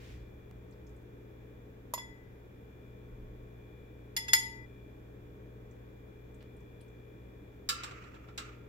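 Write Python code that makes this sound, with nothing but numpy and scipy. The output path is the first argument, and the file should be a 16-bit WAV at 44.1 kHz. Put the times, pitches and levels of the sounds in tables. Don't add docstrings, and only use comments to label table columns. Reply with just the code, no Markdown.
import sys
import numpy as np
from scipy import signal
from scipy.fft import rfft, irfft
from scipy.io import wavfile

SR = 44100
rng = np.random.default_rng(int(sys.argv[2]) if len(sys.argv) > 2 else 0)


def store_wav(level_fs):
    pcm = np.round(np.clip(np.atleast_2d(level_fs), -1, 1) * 32767)
    wavfile.write(sys.argv[1], SR, pcm.T.astype(np.int16))


N = 383096
RING_TIME = np.arange(SR) / SR
EDGE_HZ = 15900

# [f/Hz, relative density/dB]
AIR_RUMBLE = [(15, -20.5), (35, 5.5), (48, 0), (70, 6), (105, 1), (150, -3), (185, 1.5), (220, -7),
              (265, 1.5), (315, 4), (342, -4), (400, 2.5), (490, 0), (700, -16)]
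AIR_HISS = [(500, 1), (750, 4.5), (1100, 0.5), (1700, 2), (2150, -2), (2420, -2), (2900, -9), (3500, -7.5),
            (4300, -17.5), (7300, -17), (8500, -25.5), (11000, -22), (12500, -15), (16000, -15.5)]
RUMBLE_DB, HISS_DB = -55, -65.5
# [f/Hz], then in the same order [level/dB]
HUM_HZ = [59.4, 119.6, 200, 239.6, 356.4, 421.5, 475.2, 620, 926, 1100]
HUM_DB = [-58, -56, -67, -71, -69.5, -64.5, -70.5, -75, -81.5, -79]
WHINE_HZ = [2256, 2315, 2374.5, 2433.5, 3384, 3443.5, 3562, 7241]
WHINE_DB = [-96.5, -96.5, -78, -83, -87.5, -87.5, -93.5, -101]
# [f/Hz, likeness]
LIKENESS = [(100, 1.03), (280, 0.9), (400, 0.07), (1200, 0.45), (2500, -0.28), (5000, 0)]
# [f/Hz, lead/rad]
LEFT_LEAD = [(60, .05), (380, .15), (550, 1.5), (1250, 2.3), (2400, 6.5)]
# [f/Hz, L-R/dB]
LEAN = [(60, -1), (180, 5.5), (280, -3), (400, 2), (800, 2.5), (2000, -0.5), (8000, 0)]
# [f/Hz, t60/s]
ROOM_DECAY = [(200, 0.48), (1300, 0.31), (3000, 0.42), (6000, 0.39), (10000, 0.22), (16000, 0.16)]

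# [t/s, level/dB, f/Hz, t60/s]
BUMPS = [(0.02, -52, 61.4, 5.2), (3.111, -50.5, 35.6, 1.5)]
# [t/s, level/dB]
TICKS = [(0.5122, -43), (6.428, -44)]

# [t/s, level/dB, centre f/Hz]
SMACKS = [(.724, -71, 4500), (.867, -65.5, 5900), (5.711, -69, 6800), (6.344, -67, 7500),
          (6.406, -64, 2350), (6.806, -67.5, 3460), (6.811, -59, 9100)]
SMACK_WIDTH_HZ, SMACK_CYCLES = 1450, 410
# [start t/s, end t/s]
SERVING = [(.55, 1.1), (6.35, 7.25)]
FAINT_DB, FAINT_SPREAD_DB, FAINT_HZ = -71.5, 3, 7940
# [f/Hz, relative density/dB]
TRICKLE_COLOUR = [(600, -8.5), (1300, -6), (2000, 0.5), (4000, -7), (7500, -13.5), (9000, -21),
                  (16000, -20.5)]
TRICKLE_S, TRICKLE_DB, TRICKLE_RISE_S, TRICKLE_HOLD_S, TRICKLE_T60_S = 0, -61, 0.0028, 0.12, 0.42

# [t/s, blow level/dB]
CLANKS = [(7.689, -27.5), (7.8345, -38.5), (7.91, -47.5), (8.038, -50.5), (8.142, -50.5), (8.285, -51),
          (8.3769, -36.5)]
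# [f/Hz, relative density/dB]
CLANK_COLOUR = [(400, -17), (950, -2), (1300, 6), (1650, 3), (1900, 0.5), (2600, 7), (3900, 6), (5200, 5),
                (6600, 4), (7800, 8), (9200, -6), (11000, -4.5), (12500, -2), (16000, -14)]
# [f/Hz, relative level/dB, t60/s]
POT_MODES = [(1188, -43, 0.28), (1328, -42.5, 0.26), (1385, -46.5, 0.54), (1380, -53.5, 0.97),
             (1687, -46, 0.18), (2220, -73, 0.34), (2660, -57.5, 0.56), (2980, -63, 0.46),
             (3870, -42, 0.072), (4920, -38.5, 0.054)]
# [blow level/dB, t60/s]
SCUFF_T60 = [(-44, 0.092), (-53, 0.069)]
POT_FIRM_DB, POT_DULLING_DB_PER_DB, POT_RING_DB = -31.5, 0.5, 29.5
# [t/s, level/dB, t60/s]
STIRS = [(7.72, -48.5, 1.46), (8.38, -56.5, 0.5)]
# [f/Hz, relative density/dB]
STIR_COLOUR = [(900, -20), (1250, 8.5), (1480, -1), (1800, -1.5), (2200, 0.5), (2700, -1.5), (3500, -19),
               (7500, -19.5), (9000, -37), (16000, -44.5)]
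STIR_RISE_S, STIR_HOLD_S = 0.073, 0.011

BOWL_HZ = [910, 1993, 2018, 3388, 3421, 5066, 5150, 6275, 6800, 6885, 6945, 9024, 10190, 10325, 11400,
           11878, 13928]
# [relative level/dB, t60/s, L-R/dB]
BOWL_MODES = [(-60, .85, -5.5), (-40, .85, 5.5), (-34, .13, -1.5), (-42, .4, -2), (-42, .25, -2.5),
              (-34.5, 0.3, 0), (-45, .22, -1), (-60, .3, -1), (-24.5, 0.046, 0), (-37.5, 0.32, -3.5),
              (-35.5, .3, -4), (-40, 0.36, 9), (-33.5, .19, -1.5), (-39, .19, -3.5), (-42, 0.38, -5),
              (-41, 0.31, -7), (-33, 0.16, -6)]
# [t/s, blow level/dB, ring level/dB, favoured f/Hz, clack tilt/(dB/octave), knock level/dB]
CLINKS = [(1.937, -33.5, -22.5, 7050, 3.5, -23), (1.9776, -47, -22.5, 3900, -4, -34.5),
          (4.1648, -28, -12.5, 4200, -1, -54), (4.2815, -40, -16, 3700, -6.5, -72.5),
          (4.3328, -19, 0, 6670, 0, -46)]
# [f/Hz, relative density/dB]
CLACK_COLOUR = [(300, -51.5), (800, -23), (1500, -5.5), (2300, 2.5), (3000, 1.5), (4000, -1), (5000, 5.5),
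                (5950, -4), (6800, 4), (8400, -12.5), (10300, -1.5), (11900, 4), (12900, -10), (14200, -3),
                (16000, -18)]
# [f/Hz, relative level/dB, t60/s, L-R/dB]
KNOCK_MODES = [(554, -18.5, .03, 13.5), (627, -7.5, 0.026, -2.5), (978, -1.5, 0.041, -4.5),
               (1060, -14.5, 0.093, -2)]
FIRM_DB = -18
RING_TILT_DB, DULLING_DB_PER_DB = -4.5, 0.17
SWELL_S, SWELL_DOUBLES_DB = 0.00084, 8
SPOT_DB, GRAZE_RANGE_DB = 10.5, 5.5
RING_STOP_S = 4.665


def amp(db):
    return 10 ** (np.asarray(db) / 20)


def unit(x):
    return x / np.sqrt(np.mean(x ** 2) + 1e-20)


def read(points, hz):
    f, value = np.transpose(points)
    return np.interp(np.log(hz + 1), np.log(f + 1), value)


def add(mix, s, sound):
    part = mix[:, max(round(s * SR), 0):][:, :sound.shape[1]]
    part += sound[:, :part.shape[1]]


def pan(lean_db):
    return amp([[lean_db / 2], [-lean_db / 2]])


def noise(gain, size, same, phase):
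    a, b = np.exp(2j * np.pi * rng.random((2, size // 2 + 1)))
    same = np.clip(same, -1, 1)
    left = a * np.exp(1j * phase)
    right = same * a + np.sqrt(1 - same ** 2) * b
    return unit(irfft(np.array([left, right]) * gain, size))


def waver(rate_hz, size):
    hz = np.fft.rfftfreq(size, 1 / SR)
    return noise(np.exp(-(hz / rate_hz) ** 2), size, 0, 0)


def burst(colour, t60, hold=0, same=0.24):
    hz = np.fft.rfftfreq(SR, 1 / SR)
    fade = amp(-60 * np.maximum(RING_TIME - hold, 0) / t60)
    onset = 1 - np.exp(-RING_TIME / 0.00034)
    return noise(amp(read(colour, hz)), SR, same, 0) * fade * onset


def surge(s, db, rise_s, hold_s, t60):
    t = np.arange(N) / SR - s
    return np.clip(t / rise_s, 0, 1) * amp(db - 60 * np.maximum(t - rise_s - hold_s, 0) / t60)


def slosh(flow, colour, spatter_db):
    hz = np.fft.rfftfreq(N, 1 / SR)
    fizz = noise(amp(read(colour, hz)), N, 0.064, 0)
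    return flow * amp(spatter_db * waver(44, N)[0]) * fizz


def ring(modes, lag_ms, split, twin, early_db, early_s, swell_s, count=4):
    out = np.zeros((2, SR))
    t = RING_TIME - np.array([[lag_ms / 1000], [0]])
    for hz, db, t60, lean_db in modes:
        main = np.sin(2 * np.pi * (hz * t + rng.random()))
        near_hz = hz * (1 + split * rng.standard_normal(count))
        beats = sum(np.sin(2 * np.pi * (f * t + rng.random((2, 1)))) for f in near_hz) / np.sqrt(count)
        crowding = twin * min(hz / 6000, 1)
        out += amp(db - 60 * RING_TIME / t60) * pan(lean_db) * (main + crowding * beats)
    swell = 1 - np.exp(-RING_TIME / swell_s)
    early = amp(early_db * np.exp(-RING_TIME / early_s))
    return out * swell * early


def steel_modes(count):
    return (np.arange(count) + rng.random(count)) * EDGE_HZ / count + 100


def cloud(pitches_hz, colour, t60, tilt_db, hold, lag_ms, scatter):
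    strength, phase, life, left, right = rng.standard_normal((5, len(pitches_hz)))
    gains = amp(read(colour, pitches_hz) + tilt_db * np.log2(pitches_hz / 5000) + 3.3 * strength)
    shifts = np.array([scatter * left - 2 * np.pi * pitches_hz * lag_ms / 1000, scatter * right])
    heard = gains * np.exp(1j * (2 * np.pi * phase + shifts))
    out = np.zeros((2, SR))
    for lasting, group in ((1, life < .8), (2, life >= .8)):
        spectrum = np.zeros((2, SR // 2 + 1), complex)
        spectrum[:, np.round(pitches_hz[group]).astype(int)] = heard[:, group]
        out += irfft(spectrum) * amp(-60 * np.maximum(RING_TIME - hold, 0) / (t60 * lasting))
    onset = 1 - np.exp(-RING_TIME / 0.0005)
    return out * SR / np.sqrt(2) / np.linalg.norm(gains) * onset


def kitchen(x, wet_db, delay=0.0039):
    hz, t, z = signal.stft(rng.standard_normal((2, SR)), SR, nperseg=256)
    decay = amp(-60 * t / read(ROOM_DECAY, hz)[:, None])
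    tail = signal.istft(z * decay, SR, nperseg=256)[1][:, :SR]
    tail = tail * np.clip(RING_TIME / delay - 1, 0, 1)
    return x + amp(wet_db) * signal.fftconvolve(x, tail / np.linalg.norm(tail[0]), axes=1)[:, :N]


def lines(pitches_hz, levels_db, sway_db):
    drift, swell = waver(1.2, N)
    t = np.arange(N) / SR + 0.00014 * np.cumsum(drift) / SR
    tones = np.zeros((2, N))
    for hz, db in zip(pitches_hz, levels_db):
        lead = np.array([[read(LEFT_LEAD, hz)], [0]])
        tones += amp(db) * np.sin(2 * np.pi * (hz * t + rng.random()) + lead)
    return np.sqrt(2) * tones * amp(sway_db * swell)


def appliances():
    hz = np.fft.rfftfreq(N, 1 / SR)
    same, lead = read(LIKENESS, hz), read(LEFT_LEAD, hz)
    rumble = amp(RUMBLE_DB) * noise(amp(read(AIR_RUMBLE, hz)) / (1 + (hz / 900) ** 6), N, same, lead)
    hiss = amp(HISS_DB) * noise(amp(read(AIR_HISS, hz)), N, same, lead)
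    hum = lines(HUM_HZ, HUM_DB, sway_db=1.0)
    whine = lines(WHINE_HZ, WHINE_DB, sway_db=2.5)
    lean = amp(np.outer([.5, -.5], read(LEAN, hz)))
    return irfft(rfft(rumble + hiss + hum) * lean, N) + whine * amp([[4], [-5]])


def bumps():
    out = np.zeros((2, N))
    for s, db, hz, t60 in BUMPS:
        colour = [(hz / 3, -25), (hz, 0), (hz * 2, -20), (hz * 8, -80)]
        thud = burst(colour, t60, hold=0.099, same=0.99)
        add(out, s, amp(db) * thud * np.minimum(RING_TIME / 0.0081, 1))
    return out


def ticks():
    out = np.zeros((2, N))
    for s, db in TICKS:
        add(out, s, amp(db) * np.exp(-RING_TIME / 0.00033) * np.ones((2, 1)))
    return out


def smack(db, centre_hz):
    hz = np.geomspace(200, 16000, num=40)
    offset = np.log(hz / centre_hz) * centre_hz / SMACK_WIDTH_HZ
    colour_db = -20 * np.log10(1 + offset ** 4)
    return amp(db) * burst(np.c_[hz, colour_db], SMACK_CYCLES / centre_hz)


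def food():
    out = np.zeros((2, N))
    for s, db, centre_hz in SMACKS:
        add(out, s, smack(db, centre_hz))
    for start, end in SERVING:
        for when, strength, pitch in rng.random(size=(3, 3)):
            db = FAINT_DB + FAINT_SPREAD_DB * (2 * strength - 1)
            centre_hz = FAINT_HZ * 2 ** (.5 * (pitch - .5))
            add(out, start + when * (end - start), smack(db, centre_hz))
    flow = surge(TRICKLE_S, TRICKLE_DB, TRICKLE_RISE_S, TRICKLE_HOLD_S, TRICKLE_T60_S)
    return out + slosh(flow, TRICKLE_COLOUR, spatter_db=0.0)


def pot():
    out, wall_hz = np.zeros((2, N)), steel_modes(count=400)
    hz, db, mode_t60 = np.transpose(POT_MODES)
    for s, clank_db in CLANKS:
        tilt_db = POT_DULLING_DB_PER_DB * (clank_db - POT_FIRM_DB)
        t60 = np.interp(clank_db, *np.transpose(SCUFF_T60))
        first = cloud(wall_hz, CLANK_COLOUR, t60, tilt_db, hold=0.0021, lag_ms=0.52, scatter=0.8)
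        add(out, s, amp(clank_db) * first)
        second = cloud(wall_hz, CLANK_COLOUR, t60, tilt_db - 2.3, hold=0.0023, lag_ms=0.553, scatter=0.65)
        add(out, s + 0.0076, amp(clank_db - 3.5) * second)
        ring_db = db + clank_db + POT_RING_DB + 1.5 * tilt_db * np.log2(hz / 1300)
        modes = np.c_[hz, ring_db, mode_t60, np.zeros(len(hz))]
        add(out, s, ring(modes, lag_ms=0.585, split=0.019, twin=5.3, early_db=-6.5, early_s=0.0092,
                         swell_s=0.0012, count=3))
    flow = sum(surge(s, stir_db, STIR_RISE_S, STIR_HOLD_S, t60) for s, stir_db, t60 in STIRS)
    return (out + slosh(flow, STIR_COLOUR, spatter_db=3.0)) * amp([[-1.2], [1.0]])


def knock():
    out = np.zeros((2, SR))
    for hz, db, t60, lean_db in KNOCK_MODES:
        out += amp(db - 60 * RING_TIME / t60) * pan(lean_db) * np.sin(2 * np.pi * hz * RING_TIME)
    return out * (1 - np.exp(-RING_TIME / .0008))


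def bowl():
    out, hz, tongs_hz = np.zeros((2, N)), np.array(BOWL_HZ), steel_modes(count=150)
    db, t60, lean_db = np.transpose(BOWL_MODES)
    for s, clack_db, ring_db, spot_hz, clack_tilt_db, knock_db in CLINKS:
        soft_db = max(FIRM_DB - clack_db, 0)
        tilt_db = RING_TILT_DB - DULLING_DB_PER_DB * soft_db
        boost_db = SPOT_DB * (1 - np.exp(-soft_db / GRAZE_RANGE_DB))
        favour = np.exp(-(np.log2(hz / spot_hz) / 0.35) ** 2)
        strike_db = ring_db + tilt_db * np.log2(hz / 5000) + boost_db * favour
        modes = np.c_[hz, db + strike_db, t60, lean_db]
        swell_s = SWELL_S * 2 ** (soft_db / SWELL_DOUBLES_DB)
        add(out, s, ring(modes, lag_ms=.23, split=.005, twin=0.98, early_db=10.5, early_s=0.029, swell_s=swell_s))
        clack = cloud(tongs_hz, CLACK_COLOUR, t60=.055, tilt_db=clack_tilt_db, hold=0.0025,
                      lag_ms=0.2233, scatter=0.93)
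        add(out, s, amp(clack_db) * clack * amp([[-1.2], [1.2]]) + amp(knock_db) * knock())
    return out


def scene():
    background = appliances() + bumps() + ticks()
    ringing = np.clip((RING_STOP_S - np.arange(N) / SR) / 0.015, 0, 1)
    near = kitchen(food(), wet_db=-10.0) + kitchen(bowl(), wet_db=-13.5) * ringing
    return background + kitchen(pot(), wet_db=-11.5) + near


def record(dry):
    lowpass = signal.firwin(511, EDGE_HZ, window=("kaiser", 9), fs=SR)
    return signal.oaconvolve(dry, lowpass[None], "same")


dry = scene()
out = record(dry)
store_wav(out)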